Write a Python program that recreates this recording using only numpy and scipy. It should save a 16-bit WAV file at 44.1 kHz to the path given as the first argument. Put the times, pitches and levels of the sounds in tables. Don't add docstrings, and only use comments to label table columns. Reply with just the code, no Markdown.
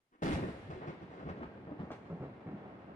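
import sys
import numpy as np
from scipy import signal
from scipy.fft import rfft, irfft
from scipy.io import wavfile
from scipy.ndimage import uniform_filter1d, map_coordinates

SR = 44100
rng = np.random.default_rng(int(sys.argv[2]) if len(sys.argv) > 2 else 0)


def pcm_store(signal):
    levels = np.round(np.clip(np.atleast_2d(signal), -1, 1) * 32767)
    wavfile.write(sys.argv[1], SR, levels.astype(np.int16).T)


N = 130095

PEAL_PER_S, PEAL_SCATTER_DB = 1900, 2.5
PORTS_S = 0.00046


def undb(db):
    return 10 ** (np.asarray(db) / 20)


def unit(x):
    return x / np.sqrt(np.mean(x ** 2))


def times():
    return np.arange(N) / SR


def curve(points):
    return undb(np.interp(times(), *np.array(points).T, left=-200, right=-200))


def swell(peak_s, rise_s, fall_s):
    t = times() - peak_s
    exponent = np.where(t < 0, -.5 * (t / rise_s) ** 2, -t / fall_s)
    return np.exp(np.maximum(exponent, -20))


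def colour(x, points):
    size = 4096
    hz, db = np.array(points).T
    f = np.maximum(np.fft.rfftfreq(size, 1 / SR), 1)
    magnitude = undb(np.interp(np.log(f), np.log(hz), db))
    cepstrum = irfft(np.log(magnitude))
    cepstrum[1:size // 2] *= 2
    cepstrum[size // 2 + 1:] = 0
    response = irfft(np.exp(rfft(cepstrum)))
    return signal.fftconvolve(x, response / np.linalg.norm(response))[:N]


def butter(x, hz, kind, order=2):
    return signal.sosfilt(signal.butter(order, hz, kind, fs=SR, output="sos"), x)


def registers(x):
    def steep(v, hz, kind):
        return butter(butter(v, hz, kind), hz, kind)

    bands = []
    for hz in (440, 967, 3080):
        bands.append(unit(steep(x, hz, "low")))
        x = steep(x, hz, "high")
    return bands + [unit(x)]


def shock_train(per_s, scatter_db, points):
    hits = rng.random(N) < per_s / SR
    signs = rng.choice([-1, 1], N)
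    fronts = hits * signs * undb(scatter_db * rng.standard_normal(N))
    sound = colour(fronts, points)
    power = uniform_filter1d(uniform_filter1d(sound ** 2, size=1200), size=1200)
    return sound / np.sqrt(np.abs(power) + 1e-12)


def all_round(mid, side):
    size = 128
    alike = np.sinc(2 * PORTS_S * np.fft.rfftfreq(size, 1 / SR))

    def taps(share):
        return np.roll(irfft(np.sqrt(share / 2)), size // 2) * np.hanning(size + 1)[:-1]

    m = signal.fftconvolve(mid, taps(1 + alike))[:N]
    s = signal.fftconvolve(side, taps(1 - alike))[:N]
    return np.array([m + s, m - s])


def diffuse(points):
    mid, side = (colour(rng.standard_normal(N), points) for _ in range(2))
    return all_round(mid, side)


def tail(fall_s):
    noise = all_round(*rng.standard_normal((2, N)))
    return unit(noise * np.exp(-times() / fall_s)) / np.sqrt(N)


def arrive(x, lead_s):
    left, right = (
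        map_coordinates(x, [(times() + sign * lead_s / 2) * SR], order=3, mode="mirror") for sign in (1, -1)
    )
    return np.array([left, right])


def crack():
    # (time [s], level [dB])
    crack_level = [(.2212, -38), (.2232, -10), (.27, -19.5), (.325, -15.5), (.355, -25.5), (.385, -46),
                   (.42, -60)]
    # (frequency [Hz], level [dB per Hz])
    crack_colour = [(25, -39), (70, -23), (115, -6), (170, 3.5), (225, -0.5), (300, 3), (500, -10),
                    (1200, -28.5), (2400, -33.5), (5000, -45.5), (10000, -42), (15000, -62)]
    # (frequency [Hz], level [dB per Hz])
    crackle_colour = [(150, -29.5), (600, 4.5), (2200, -7), (4500, -14), (14000, -35)]
    # (time [s], level [dB])
    rustle_level = [(.095, -100), (.124, -71), (.131, -66), (.148, -62), (.175, -74.5), (.212, -64),
                    (.25, -63)]
    # (frequency [Hz], level [dB per Hz])
    rustle_colour = [(30, -14.5), (120, -23), (190, -8), (300, 1), (400, -12.5), (1200, -13.5),
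                     (3000, -27.5), (4200, -37), (12000, -49)]
    per_s, scatter_db = 2000, 4
    crackle_per_s, crackle_scatter_db, crackle_db = 120, 6.5, -11.5

    body = shock_train(per_s, scatter_db, crack_colour)
    crackle = undb(crackle_db) * shock_train(crackle_per_s, crackle_scatter_db, crackle_colour)
    rustle = shock_train(per_s, scatter_db, rustle_colour)
    return curve(crack_level) * (body + crackle) + curve(rustle_level) * rustle


def peals():
    # (time of the peak [s], rise [s], fall [s], boom [dB], body [dB], rattle [dB], snap [dB])
    clusters = [ (0.2363, 0.0017, 0.0052, -40, -30.5, -35.5, -27),
                (0.261, 0.0039, 0.0088, -53, -40, -29, -44), (.297, 0.0017, 0.0044, -51, -37, -29.5, -48),
                (0.327, 0.003, 0.0096, -42, -24.5, -29, -31.5),
                (0.384, 0.029, 0.028, -31.5, -40.5, -47, -61), (0.44, 0.013, 0.02, -29.5, -38.5, -45, -63),
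                (.488, 0.0054, 0.015, -35.5, -46, -49.5, -59.5), (0.554, 0.02, 0.048, -59, -52.5, -66, -83),
                (0.704, 0.0019, 0.067, -54, -50, -52.5, -64),
                (0.826, 0.0097, 0.057, -52, -47.5, -51.5, -88),
                (0.883, 0.01, 0.031, -46, -52.5, -48.5, -63.5), (1.031, 0.015, 0.017, -48, -56, -61, -73),
                (1.136, 0.03, 0.12, -66, -55.5, -61.5, -74),
                (1.196, 0.013, 0.072, -55.5, -50.5, -55.5, -76.5),
                (1.28, 0.023, 0.05, -42, -47.5, -57.5, -80), (1.301, 0.013, 0.016, -54, -50, -46.5, -66.5),
                (1.375, 0.011, 0.035, -50, -51.5, -56.5, -74.5),
                (1.412, 0.012, 0.057, -45.5, -50, -61.5, -89),
                (1.435, 0.0086, 0.0087, -51, -48, -48.5, -73.5), (1.565, 0.01, 0.12, -57.5, -57, -73, -99),
                (1.681, 0.002, 0.022, -56.5, -47, -63, -100), (1.714, 0.0096, 0.024, -53, -46, -66.5, -100),
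                (1.807, 0.011, 0.055, -43, -48, -56.5, -73.5),
                (1.9051, 0.00067, 0.0028, -40, -32.5, -47, -68),
                (1.918, 0.004, 0.017, -44, -45.5, -50.5, -57.5),
                (2.061, 0.0055, 0.027, -56.5, -67, -65.5, -76),
                (2.102, 0.0025, 0.055, -45.5, -47.5, -59.5, -78),
                (2.232, 0.02, 0.045, -46.5, -46.5, -57.5, -77),
                (2.467, 0.0035, 0.062, -43, -50.5, -57, -78), (2.534, 0.016, 0.091, -53, -54, -62.5, -84),
                (2.663, 0.033, 0.088, -53, -55, -62.5, -92), (2.905, 0.018, 0.015, -54, -55.5, -74, -95), ]
    # (frequency [Hz], level [dB per Hz])
    peal_colour = [(20, -46), (40, -37.5), (72, -5.5), (105, 0), (150, 4.5), (290, 2), (480, -3.5),
                   (700, -10), (1400, -21), (2800, -32.5), (6000, -41.5), (10000, -53.5), (15000, -65.5)]
    shapes = np.array([swell(*row[:3]) for row in clusters])
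    power = undb([row[3:] for row in clusters]).T ** 2 @ shapes ** 2
    bands = registers(shock_train(PEAL_PER_S, PEAL_SCATTER_DB, peal_colour))
    return (np.sqrt(power) * bands).sum(axis=0)


def lone_shocks():
    # (start [s], peak level [dB], length [s])
    n_waves = [(.7145, -40, .003), (.7335, -36, .002), (.8225, -38, .0015), (.9335, -39, .003),
               (1.231, -38, .003), (1.418, -34, .003), (1.672, -35, .005), (1.7215, -32, .0025),
               (1.7935, -32, .0045), (1.9042, -28, .0026), (1.9115, -33, .002), (2.1018, -34, .002),
               (2.239, -34, .002), (2.4872, -34, .0015)]
    soft_hz, low_hz = 1310, 143
    out = np.zeros(N)
    for start_s, db, length_s in n_waves:
        along = (times() - start_s) / length_s
        inside = (along >= 0) & (along < 1)
        out += undb(db) * (1 - 2 * along) * inside
    return butter(butter(out, soft_hz, "low"), low_hz, "high", order=1)


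def thumps():
    # (time of the peak [s], rise [s], fall [s], level [dB], pitch at the peak [Hz],
    # glide [octaves per s])
    thump_rows = [ (.275, .02, 0.02, -34.5, 74, -0.5), (0.342, .011, 0.0099, -21, 79.3, -14),
                  (0.45, .012, 0.014, -46, 179.8, -4.5), (.497, .016, 0.039, -47, 74.2, -2.5),
                  (0.656, .025, 0.047, -53, 98, 2.5), (.701, .011, 0.012, -42.5, 162, 2.5),
                  (.735, .015, 0.045, -49, 87.8, -1.5), (.775, .022, 0.041, -47.5, 371.3, -2),
                  (.883, .006, 0.021, -41.5, 151, 1.5), (0.888, .011, 0.019, -41, 346.1, -1.5),
                  (1.275, .013, 0.031, -41, 163.1, 3), (1.29, .014, 0.027, -47, 81.3, -2),
                  (1.421, .012, 0.034, -44.5, 250.2, -3), (1.479, .02, 0.02, -59, 72.3, -1.5),
                  (1.68, .01, 0.034, -48.5, 188.6, 11.5), (1.726, .014, 0.024, -43.5, 283.7, 5),
                  (1.809, .009, 0.017, -42.5, 150.5, 16), (1.836, .009, 0.011, -40.5, 230.7, 2.5),
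                  (2.126, .008, 0.022, -39.5, 168.5, -0.5), (2.223, .018, 0.069, -48, 138.3, -1),
                  (2.535, .016, 0.025, -40, 207.6, 0.5), ]
    jitter, scatter_db = 0.086, 3.5
    out, t = np.zeros(N), times()
    for peak_s, rise_s, fall_s, db, hz, glide in thump_rows:
        near = (t > peak_s - 4 * rise_s) & (t < peak_s + 5 * fall_s)
        pitch_hz = hz * 2 ** (glide * (t[near] - peak_s))
        cycles = rng.random() + np.cumsum(pitch_hz) / SR
        draws = rng.standard_normal(size=(2, 128))
        early, size = (np.interp(cycles, np.arange(len(row)), row) for row in draws)
        waves = np.sqrt(2) * np.sin(2 * np.pi * (cycles + jitter * early))
        out[near] += undb(db + scatter_db * size) * swell(peak_s, rise_s, fall_s)[near] * waves
    return out


def near_echoes(x):
    echo_db, fall_s, low_hz = -4, 0.028, 550
    response = butter(tail(fall_s), low_hz, "high", order=1)
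    return undb(echo_db) * signal.fftconvolve(x[None], response, axes=1)[:, :N]


def roll():
    # (level at the start [dB], fall [dB per s], negative = growth)
    roll_levels = [(-54.5, 0.54), (-60.5, -0.85), (-65, -0.5), (-78.5, -0.5)]
    # (frequency [Hz], level [dB per Hz])
    roll_colour = [(20, -39), (42, -29), (75, -3), (200, 2), (330, -0.5), (600, -5.5), (1500, -17),
                   (2700, -26.5), (5000, -40), (9000, -56.5), (15000, -69)]
    start_s, rise_s = 0.33, 0.097
    age = np.maximum(times() - start_s, 0)
    mid, side = (shock_train(PEAL_PER_S, PEAL_SCATTER_DB, roll_colour) for _ in range(2))
    bands = registers(all_round(mid, side))
    field = sum(band * undb(db - fall * age) for band, (db, fall) in zip(bands, roll_levels))
    return np.minimum(age / rise_s, 1) * field


def wash():
    # (frequency [Hz], level [dB per Hz])
    wash_colour = [(30, -17), (80, -5), (300, 7.5), (1300, -3), (2500, -6), (4000, -11), (7000, -27.5),
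                   (11000, -35.5), (15000, -56)]
    start_s, rise_s, fall_s = .23, 0.31, 0.49
    age = np.maximum(times() - start_s, 0)
    envelope = (1 - np.exp(-age / rise_s)) * np.exp(-age / fall_s)
    return undb(-47) * envelope * diffuse(wash_colour)


def night_air():
    # (frequency [Hz], level [dB per Hz])
    air_colour = [(30, -10), (110, -3), (400, -7.5), (1200, -11), (3000, -15), (7000, -16.5), (15000, -16)]
    return undb(-80.5) * diffuse(air_colour)


def sheen(x):
    # (frequency [Hz], level [dB per Hz])
    sheen_colour = [(1000, -4.5), (1900, 1), (3000, -3), (6000, -3), (10000, 5), (15000, -6.5)]
    late_db, late_fall_s, early_db, early_fall_s = -6, 0.17, -5.5, .016
    response = undb(late_db) * tail(late_fall_s) + undb(early_db) * tail(early_fall_s)
    response = butter(response, 1400, "high", order=3)
    coloured = [colour(side, sheen_colour) for side in response]
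    return signal.fftconvolve(x, coloured, axes=1)[:, :N]


def scene():
    # (time [s], lead of the left port [ms])
    lead_points = [(.2, 0.37), (1.25, 0.36), (1.502, 0.25), (1.8, 0.25), (2.1, -0.12), (2.499, -0.1),
                   (2.95, -0.36)]
    thunder = crack() + peals() + lone_shocks() + thumps()
    lead_s = np.interp(times(), *np.array(lead_points).T) / 1000
    direct = arrive(thunder, lead_s)
    return direct + near_echoes(thunder) + roll() + wash() + night_air()


def record(dry):
    overload_db, knee = -32, 2.65
    edge_hz, top_hz = 2510, 14800
    clipped = dry / (1 + np.abs(dry / undb(overload_db)) ** knee) ** (1 / knee)
    soft = butter(clipped, edge_hz, "low", order=1)
    top_cut = signal.ellip(8, .2, 70, top_hz, fs=SR, output="sos")
    return signal.sosfilt(top_cut, soft + sheen(soft))


dry = scene()
out = record(dry)
pcm_store(out)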